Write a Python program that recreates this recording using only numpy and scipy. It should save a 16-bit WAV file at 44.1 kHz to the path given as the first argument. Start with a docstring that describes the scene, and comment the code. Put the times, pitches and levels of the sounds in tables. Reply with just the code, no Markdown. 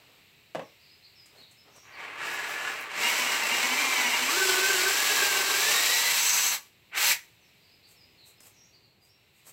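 """A cordless drill bores into the wooden leg of a workbench in a small workshop: a slow start, a long run that
labours and then frees up, and one short burst with the bit pulled out. Motor speed drives the sound: gear teeth
rattle the housing, the rotor whines and, running free, squeals high, and the bit scrapes and splinters the
wood. Before it a piece of wood is put down and rings; hands and sleeves scuff on the tool, and a small bird
whistles outside over a faint bed of air."""
import sys
import numpy as np
from scipy import signal
from scipy.fft import rfft, irfft
from scipy.io import wavfile
from scipy.ndimage import uniform_filter1d

SR = 44100
rng = np.random.default_rng(int(sys.argv[2]) if len(sys.argv) > 2 else 0)


def generate_wav(sig):
    """Save sig (samples, or channels by samples) to the path in sys.argv[1] as 16-bit PCM at SR."""
    pcm = np.round(np.clip(np.atleast_2d(sig).T, -1, 1) * 32767).astype(np.int16)
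    wavfile.write(sys.argv[1], SR, pcm)


N = 419832
TIME = np.arange(N) / SR

# motor speed through the hole; the trigger is let go at the last point: (time [s], speed [turns/s])
MOTOR_SPEED = [(1.83, 22), (1.95, 66), (2.0, 115), (2.16, 95), (2.25, 168), (2.7, 173), (2.89, 120),
               (3.02, 232), (3.2, 252), (3.45, 224), (3.85, 268), (4.14, 236), (4.28, 262), (4.38, 386),
               (4.55, 370), (4.69, 394), (4.81, 362), (5.02, 426), (5.38, 384), (5.55, 398), (5.75, 466),
               (6.05, 500), (6.4, 522), (6.545, 518)]
# how hard the drill is pushed into the wood: (time [s], gain [dB])
PUSH = [(2.05, 6), (2.35, -4.5), (3.05, -1), (3.5, 1), (3.8, 0.5), (4.82, 1.5), (4.92, -2.5), (5.4, -2.5),
        (5.58, -3.5), (5.8, 4), (6.05, 2.5), (6.4, -9)]
# EQ of the running drill and of its top-end sizzle: (frequency [Hz], gain [dB])
DRILL_EQ = [(90, -26), (150, -14.5), (200, -18), (250, -7.5), (320, -10.5), (420, -4), (600, -5), (780, -2),
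            (1250, 0.5), (1600, 4), (2700, 1.5), (3400, -2.5), (4000, 1), (5200, 0), (7000, -2.5),
            (7700, -1.5), (8900, -9)]
SIZZLE_EQ = [(7800, -19.5), (8800, -12), (10000, -11), (11300, -6.5), (12700, -1), (14200, -8.5),
             (15500, -5.5)]
# resonances of the drill's housing: (frequency [Hz], width [Hz], gain [dB])
HOUSING_MODES = [(1557, 45, 1.5), (1745, 27, -5.5), (1941, 32, 6), (2110, 110, 4), (2260, 50, 1.5),
                 (2333, 50, 5.5), (2622, 97, 3), (2786, 13, 7.5), (3066, 62, -4.5), (3910, 160, -8),
                 (4730, 60, -18.5), (5890, 390, -10.5), (7550, 490, -2.5)]
# how each layer's level rides the motor speed:
# (gain at labouring speed [dB], slope below [dB/doubling], slope above [dB/doubling], added when free [dB])
BODY_RIDE = (-41, 10, 0, -8.5)
RATTLE_RIDE = (-31.5, 10, 0, -1)
CLASH_RIDE = (-33.5, 23.5, 7, -3)
SIZZLE_RIDE = (-42, 29.5, 8.5, -0.5)
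SCRAPE_RIDE = (-39.5, 7, 3.5, -7.5)
WHINE_RIDE = (-1, 27.5, -1.5, -6.5)
# motor harmonics that swell as they sweep past resonances of drill and bench: (pitch [x motor speed],
# resonance [Hz], half width [Hz], gain at resonance [dB], pitch jitter [ratio], throb depth [ratio])
WHINE_PARTIALS = [(1, 280, 18, -49.5, 0.019, 0.23), (1, 372, 24, -36.5, .012, .6),
                  (4, 1120, 60, -44, .026, .3), (4, 1560, 158, -31, .01, .38),
                  (4, 1960, 70, -38.5, .008, .2), (8, 2150, 130, -36.5, .008, .2),
                  (8, 3900, 220, -36.5, .009, .2), (9, 2350, 200, -34.5, .006, .2),
                  (10, 1715, 82, -27, .009, .2), (12, 2760, 200, -36.5, .011, .2),
                  (24, 6000, 480, -46.5, .01, 0.15)]
# gear tones that come up as the motor runs free: (pitch [x motor speed], level [dB])
GEAR_TONES = [(.372, -65.5), (1.13, -58), (1.87, -47.5), (5.62, -53.5), (8.3, -43.5), (12.1, -42),
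              (15.07, -44)]
# resonances of the bench leg and of the grinding bit: (frequency [Hz], width [Hz], gain [dB])
LEG_MODES = [(332, 37, -14.5), (458, 40, -6.5), (880, 104, -8.5), (1123, 84, 1), (1648, 95, -2.5)]
BIT_MODES = [(1450, 94, -5), (1710, 64, -0.5)]
# splinters tearing off as the bit enters: (time [s], half length [s], level [dB])
SPLINTERS = [(2.29, .035, -52), (2.34, 0.02, -43), (2.51, 0.045, -49), (2.72, 0.046, -53),
             (2.81, .03, -47.5), (3.103, .022, -36), (3.2, .025, -40), (3.46, .025, -39)]
# EQ of their crackle: (frequency [Hz], gain [dB])
SPLINTER_EQ = [(2000, -20), (5000, 0), (7800, -5), (10000, -2), (13000, 1), (15500, 0)]
# envelope of the high squeal as the motor runs free: (time [s], level [dB])
FREE_SQUEAL = [(6.1, -63), (6.2, -31.5), (6.29, -28), (6.52, -33.5), (6.56, -72)]
# chirp of the motor brake: (time [s], pitch [Hz], level [dB])
BRAKE_CHIRP = [(7.105, 2708, -27), (7.11, 2210, -29), (7.114, 1770, -20.5), (7.117, 2400, -20),
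               (7.124, 2700, -52)]
# hits of the wood being put down; harder contact is brighter: (time [s], level [dB], low-pass [Hz])
WOOD_HITS = [(0.549, -23, 9000), (.555, -22.5, 9000), (.595, -23, 3000)]
# ring of that piece of wood: (frequency [Hz], level [dB], t60 [s])
WOOD_MODES = [(135, -16, .2), (165, -7.5, 0.27), (210, -19, 0.18), (284, -8, 0.24), (327, -11, 0.35),
              (461, -2, 0.29), (540, 0, 0.16), (588, -2, 0.25), (623, -20, .2), (735, 1, 0.12),
              (805, -21, .19), (810, -9, 0.23), (1103, 3, 0.13), (1160, -21, 0.14), (1460, -16, 0.11),
              (1620, -8, .16)]
# EQ of its thud: (frequency [Hz], gain [dB])
THUD_EQ = [(60, -37), (130, 1), (280, -3), (400, -5), (560, 5), (850, -4.5), (1100, -6), (1300, -19),
           (1570, -12), (1900, -17), (2400, -15), (4800, -29), (8000, -33.5), (15000, -54)]
# small clicks of the drill in the hand: (time [s], level [dB], decay [s])
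TICKS = [(1.258, -49, 0.014), (1.511, -51.5, 0.018), (1.762, -49, .01), (8.405, -40, 0.0034)]
# hands and sleeves: (time [s], half length [s], dull rub level [dB], bright swish level [dB])
SCUFFS = [(0, 0.39, -63, -74), (1.384, 0.11, -59.5, -68), (1.69, 0.06, -58, -82), (1.771, 0.058, -57, -66),
          (7.91, .06, -70, -60), (8.283, 0.052, -69, -56.5), (8.457, 0.072, -61.5, -54.5),
          (9.06, 0.076, -75, -67.5), (9.383, 0.074, -82, -67.5), (9.483, 0.046, -57, -50)]
# EQ of tick, rub and swish: (frequency [Hz], gain [dB])
TICK_EQ = [(70, -27), (250, 6), (2000, -3), (5000, -5), (7800, 7), (10000, -4), (15000, -6)]
RUB_EQ = [(80, -12), (170, 1), (450, 8), (1000, 5), (2500, -1.5), (5000, -6), (15000, -63)]
SWISH_EQ = [(1180, -46), (2000, -47), (2680, -9), (3520, -13), (4360, -2), (4880, -4), (8080, 14),
            (9590, 0), (11800, 8.5), (15500, 3)]
# the bird's notes: (time into the song [s], length [s], start pitch [Hz], middle pitch [Hz],
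# end pitch [Hz], level [dB], tremor depth [Hz])
BIRD_NOTES = [(0, .09, 6330, 5430, 5270, -68, 150), (0.187, .15, 4690, 4520, 4070, -64.5, 260),
              (0.289, 0.062, 5170, 4980, 5020, -64.5, 40), (0.421, 0.058, 4100, 4540, 3970, -57, 270),
              (0.552, 0.099, 5500, 4990, 4920, -59.5, 80), (0.769, 0.086, 4340, 4170, 3740, -55, 152),
              (0.964, 0.076, 5150, 5170, 5220, -64, 100), (1.097, 0.195, 6250, 5840, 6540, -65.5, 460),
              (1.145, .13, 5690, 5590, 5740, -64, 40), (1.322, 0.042, 4580, 4610, 4180, -57.5, 170),
              (1.425, 0.031, 4900, 4240, 4020, -59, 160), (1.603, .054, 5000, 4740, 4950, -63.5, 30),
              (1.677, .055, 5260, 5470, 5600, -63.5, 90)]
# cues for the song: (time [s], gain [dB])
SONG_CUES = [(.6, 1), (7.405, -2)]
# EQ of the outdoor murmur and the workshop hiss: (frequency [Hz], gain [dB])
MURMUR_EQ = [(15, -54), (25, -21), (75, -5.5), (108, 0), (170, -4.5), (271, -11), (398, -7), (465, -12),
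             (917, -15), (1600, -24.5), (2080, -49.5), (3520, -120)]
HISS_EQ = [(1500, -7), (2100, 2), (2700, 4), (3300, -2.5), (4000, 1.5), (5000, -8.5), (6500, -14),
           (7700, -7.5), (9500, -20.5), (11500, -15.5), (13500, -9.5), (15500, -14)]
# envelope of the hiss: (time [s], level [dB])
HISS_LEVEL = [(0, -60.5), (.9, -60.5), (1.6, -61.5), (6.8, -63.5), (8.4, -63), (9.0, -69), (9.5, -63)]

LABOUR_HZ, EASING_HZ, FREE_HZ = 237, 457, 521  # motor speeds: labouring, coming free, running free
BURST_ON_S, BURST_OFF_S, BURST_HZ = 6.904, 7.119, 511  # the burst with the bit out
CRAWL_HZ = MOTOR_SPEED[0][1]
ROOM_T60_S = 0.23


def drill(brake_s=.06):
    """The motor drives gears, whine and scrape; returns the tool in the room and the dry scrape."""
    driven, released, running = motor()
    braked = np.maximum(driven * np.exp(-released / brake_s), CRAWL_HZ)
    speed = braked * (1 + .004 * drift(40))  # wavers with the changing bite of the bit
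    tool = running * gearbox(speed, driven) + room(running * whine(speed), ROOM_T60_S, wet_db=-6)
    return tool, running * scrape(driven)


def motor(spin_up_hz_per_s=3400, nearer_db=5, drop_s=.023, run_out_s=.054, run_out_db=-14):
    """The trigger sets the speed asked for, the seconds since release and the drill's envelope."""
    start_s, release_s = MOTOR_SPEED[0][0], MOTOR_SPEED[-1][0]
    burst = TIME >= BURST_ON_S
    spin_up = np.clip(spin_up_hz_per_s * (TIME - BURST_ON_S), CRAWL_HZ, BURST_HZ)
    driven = np.where(burst, spin_up, curve(MOTOR_SPEED))
    released = np.maximum(TIME - np.where(burst, BURST_OFF_S, release_s), 0)
    # on release the noise drops fast, then the gears run out faintly
    stopping = np.maximum(np.exp(-released / drop_s), undb(run_out_db) * np.exp(-released / run_out_s))
    running = (TIME >= start_s) * stopping * undb(nearer_db * burst)  # held nearer for the burst
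    return driven, released, running


def level_ride(speed, ride):
    """A layer's gain follows the speed, and eases back once the motor runs free or the bit is out."""
    db, below_db, above_db, free_db = ride
    doublings = np.log2(speed / LABOUR_HZ)
    speed_db = below_db * np.minimum(doublings, 0) + above_db * np.maximum(doublings, 0)
    freedom = np.maximum(np.interp(speed, [EASING_HZ, FREE_HZ], [0, 1]), TIME >= BURST_ON_S)
    return undb(db + speed_db + free_db * freedom)


def gearbox(speed, driven, cutting=.9, ring_db=-6, flutter_db=.62, surge_db=.5, push_share=.18):
    """Striking teeth and tearing fibres ring the housing; the rattle brightens with speed."""
    fibres = unit(grainy_noise(2.2, 900))
    # gears and bit reach the ear by different paths
    force = room(tooth_strikes(speed), ROOM_T60_S, wet_db=-1.5)
    force += cutting * room(fibres, ROOM_T60_S, wet_db=-1)
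    force *= undb(flutter_db * drift(90) + surge_db * drift(14))
    shell = eq(force, DRILL_EQ) + undb(ring_db) * resonate(force, HOUSING_MODES)
    body = band(shell, 110, 978) * level_ride(driven, BODY_RIDE)
    rattle = band(shell, 800, 3050) * level_ride(driven, RATTLE_RIDE)
    clash = band(shell, 3130, 9100) * level_ride(driven, CLASH_RIDE)
    sizzle = band(eq(force, SIZZLE_EQ), 6350, 18800) * level_ride(driven, SIZZLE_RIDE)
    strain = undb(push_share * curve(PUSH))
    return strain * (body + rattle + clash) + sizzle


def tooth_strikes(speed, per_turn=12, cycle_teeth=64, scatter_db=4, wear=.69):
    """A click per tooth: the unevenness comes round with the planet carrier, the rest is backlash."""
    tooth = (np.cumsum(speed) / SR * per_turn).astype(int)
    flat_spectrum = np.exp(2j * np.pi * rng.random(cycle_teeth // 2 + 1))  # no one harmonic stands out
    uneven = unit(irfft(flat_spectrum))[tooth % cycle_teeth]
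    backlash = unit(rng.choice([-1, 1], N) * undb(scatter_db * rng.standard_normal(N)))
    strikes = np.diff(tooth, prepend=0)
    return unit(strikes * (wear * uneven + backlash) / np.sqrt(speed))


def whine(speed, chuck_ratio=.06, rough_db=3, free_rough_db=1.5, fade_in_hz=(408, 465)):
    """Rotor hum and gear whine under load, throbbing as the chuck turns; more tones near full speed."""
    throb = tone(chuck_ratio * speed * (1 + .28 * drift(20)))
    loaded, free = np.zeros(N), np.zeros(N)
    for multiple, resonance_hz, half_width, db, jitter, depth in WHINE_PARTIALS:
        pitch = multiple * speed
        swell = undb(db) / np.hypot(1, (pitch - resonance_hz) / half_width)
        loaded += swell * tone(pitch * (1 + jitter * drift(250))) * unit(1 + depth * throb)
    loaded *= level_ride(speed, WHINE_RIDE) * fade(*np.transpose(PUSH)) * undb(rough_db * drift(70))
    for multiple, db in GEAR_TONES:
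        free += tone(multiple * speed * (1 + .0035 * drift(200))) * undb(db + free_rough_db * drift(40))
    return loaded + np.interp(speed, fade_in_hz, [0, 1]) * free


def scrape(speed):
    """The cutting bit scrapes in the hole and the bench leg resonates."""
    friction = grainy_noise(2.8, 200) * undb(2 * drift(25))
    return resonate(friction, LEG_MODES) * level_ride(speed, SCRAPE_RIDE) * (TIME < BURST_ON_S)


def tip_grind(middle_s=2.46, half_length_s=.28, level_db=-39.5):
    """The tip skates on the surface before it bites and sets the bit ringing."""
    contact = np.exp(-((TIME - middle_s) / half_length_s) ** 10)
    return undb(level_db) * contact * resonate(grainy_noise(3, 170), BIT_MODES)


def splinters():
    """Each splinter is a short crackle of snapping fibres."""
    crackle = eq(grainy_noise(6, 1500), SPLINTER_EQ)
    return crackle * sum(undb(db) * np.exp(-((TIME - s) / half) ** 2) for s, half, db in SPLINTERS)


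def free_squeal():
    """As the motor runs free near the end of the hole, a squeal sings in two narrow high bands."""
    lower = band(rng.standard_normal(N), 5860, 6630, order=2)
    upper = band(rng.standard_normal(N), 7550, 7850, order=2)
    return (lower + .8 * upper) * fade(*np.transpose(FREE_SQUEAL))


def brake_chirp():
    """The brake squeaks as the burst stops: a quick dip and rise in pitch."""
    s, hz, db = np.transpose(BRAKE_CHIRP)
    return tone(np.interp(TIME, s, hz)) * fade(s, db)


def wood_knocks(thud_db=-6, ring_db=-10, thud_decay_s=.012):
    """A piece of wood lands and rocks: each hit is a short thud and the ring of its modes."""
    out, t = np.zeros(N), TIME[:SR // 2]
    ring = sum((-1) ** k * undb(db) * np.sin(2 * np.pi * hz * t) * np.exp(-np.log(1000) * t / t60)
               for k, (hz, db, t60) in enumerate(WOOD_MODES))
    for s, db, cutoff_hz in WOOD_HITS:
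        thud = eq(rng.standard_normal(len(t)), THUD_EQ) * np.exp(-t / thud_decay_s)
        hit = undb(thud_db) * thud + undb(ring_db) * ring / np.abs(ring).max()
        out[int(s * SR):][:len(t)] += undb(db) * signal.lfilter(*signal.butter(1, cutoff_hz, fs=SR), hit)
    low_cut = signal.butter(4, 100, "high", fs=SR, output="sos")  # a small piece radiates no deep bass
    return signal.sosfilt(low_cut, out)


def handling(tick_trim_db=-4):
    """The drill ticks crisply in the hand; skin and cloth make grainy scuffs on it."""
    crisp = undb(tick_trim_db) * eq(rng.standard_normal(N), TICK_EQ)
    out = crisp * sum(undb(db) * (TIME >= s) * np.exp(-np.abs(TIME - s) / decay) for s, db, decay in TICKS)
    friction = grainy_noise(1.5, 400)
    rub, swish = eq(friction, RUB_EQ), eq(friction, SWISH_EQ)
    for s, half, rub_db, swish_db in SCUFFS:
        span = np.abs(TIME - s) < half
        swell = np.cos(np.pi / 2 * (TIME[span] - s) / half) ** 2
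        out[span] += swell * (undb(rub_db) * rub[span] + undb(swish_db) * swish[span])
    return out


def bird():
    """One song sung twice: thin gliding whistles, roughened by a fast pitch tremor, smeared by the yard."""
    out, tremor = np.zeros(N), drift(700)
    for song_s, song_db in SONG_CUES:
        for s, length, start_hz, middle_hz, end_hz, db, depth_hz in BIRD_NOTES:
            progress = np.linspace(0, 1, int(length * SR))
            first = int((song_s + s) * SR)
            span = slice(first, first + len(progress))
            hz = np.interp(progress, [0, .5, 1], [start_hz, middle_hz, end_hz]) + depth_hz * tremor[span]
            swell = np.sqrt(np.pi * np.abs(np.sin(np.pi * progress)))
            out[span] += undb(song_db + db) * swell * np.sin(2 * np.pi * np.cumsum(hz) / SR)
    return room(out, t60=.5, wet_db=2)


def air(murmur_db=-67.5):
    """The bed: a faint low murmur of outdoors and a soft hiss that slowly ebbs and swells."""
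    murmur = eq(rng.standard_normal(N), MURMUR_EQ) * undb(murmur_db + .63 * drift(1.914))
    hiss = band(eq(rng.standard_normal(N), HISS_EQ), 870, 19000, order=2)
    return murmur + hiss * undb(curve(HISS_LEVEL) + .5 * drift(9.8))


def room(x, t60, wet_db):
    """Direct sound plus a dense tail of reflections, at unchanged power."""
    t = TIME[:SR]
    tail = rng.standard_normal(SR) * np.exp(-np.log(1000) * t / t60) * (t > .002)
    response = undb(wet_db) * tail / np.linalg.norm(tail)
    response[0] = 1
    return signal.fftconvolve(x, response / np.linalg.norm(response))[:N]


def undb(db):
    """Decibels to gain."""
    return 10 ** (np.asarray(db) / 20)


def unit(x):
    """Scale to rms 1."""
    return x / np.sqrt(np.mean(x ** 2))


def curve(points):
    """Automation line through (time [s], value) points."""
    return np.interp(TIME, *np.transpose(points))


def fade(s, db):
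    """Gain along a level curve, silent outside it."""
    return undb(np.interp(TIME, s, db)) * (TIME >= s[0]) * (TIME <= s[-1])


def drift(rate):
    """Smooth random modulation of rms 1 that changes about rate times a second."""
    hold = int(SR / rate)
    steps = np.repeat(rng.standard_normal(N // hold + 1), hold)
    return unit(uniform_filter1d(steps, hold)[:N])


def grainy_noise(depth_db, rate):
    """White noise whose level flickers about rate times a second."""
    return rng.standard_normal(N) * undb(depth_db * drift(rate))


def tone(hz):
    """A sine of rms 1 on a moving pitch."""
    return np.sqrt(2) * np.sin(2 * np.pi * (np.cumsum(hz) / SR + rng.random()))


def eq(x, points):
    """Shape with a (frequency [Hz], gain [dB]) curve; rms 1."""
    hz, db = np.transpose(points)
    bins = np.maximum(np.fft.rfftfreq(len(x), 1 / SR), 1)
    gain = undb(np.interp(np.log(bins), np.log(hz), db))
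    return unit(irfft(rfft(x) * gain, len(x)))


def band(x, lo_hz, hi_hz, order=4):
    """Band-pass; rms 1."""
    return unit(signal.sosfilt(signal.butter(order, [lo_hz, hi_hz], "band", fs=SR, output="sos"), x))


def resonate(x, modes):
    """Ring a bank of (frequency [Hz], width [Hz], gain [dB]) resonators; rms 1."""
    return unit(sum(undb(db) * signal.lfilter(*signal.iirpeak(hz, hz / width, fs=SR), x)
                    for hz, width, db in modes))


def scene():
    """The drill up front, wood and hands in the same room, bird and air behind; a mono mix."""
    tool, scraping = drill()
    boring = scraping + tip_grind() + splinters() + free_squeal()
    foley = brake_chirp() + wood_knocks() + handling()
    mono = tool + room(boring + foley, ROOM_T60_S, wet_db=-3.5) + bird() + air()
    return np.array([mono, mono])


def record(dry):
    """A steep high cut at 15750 Hz on the whole mix."""
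    return signal.sosfilt(signal.ellip(12, .1, 80, 15750, fs=SR, output="sos"), dry)


dry = scene()
out = record(dry)
generate_wav(out)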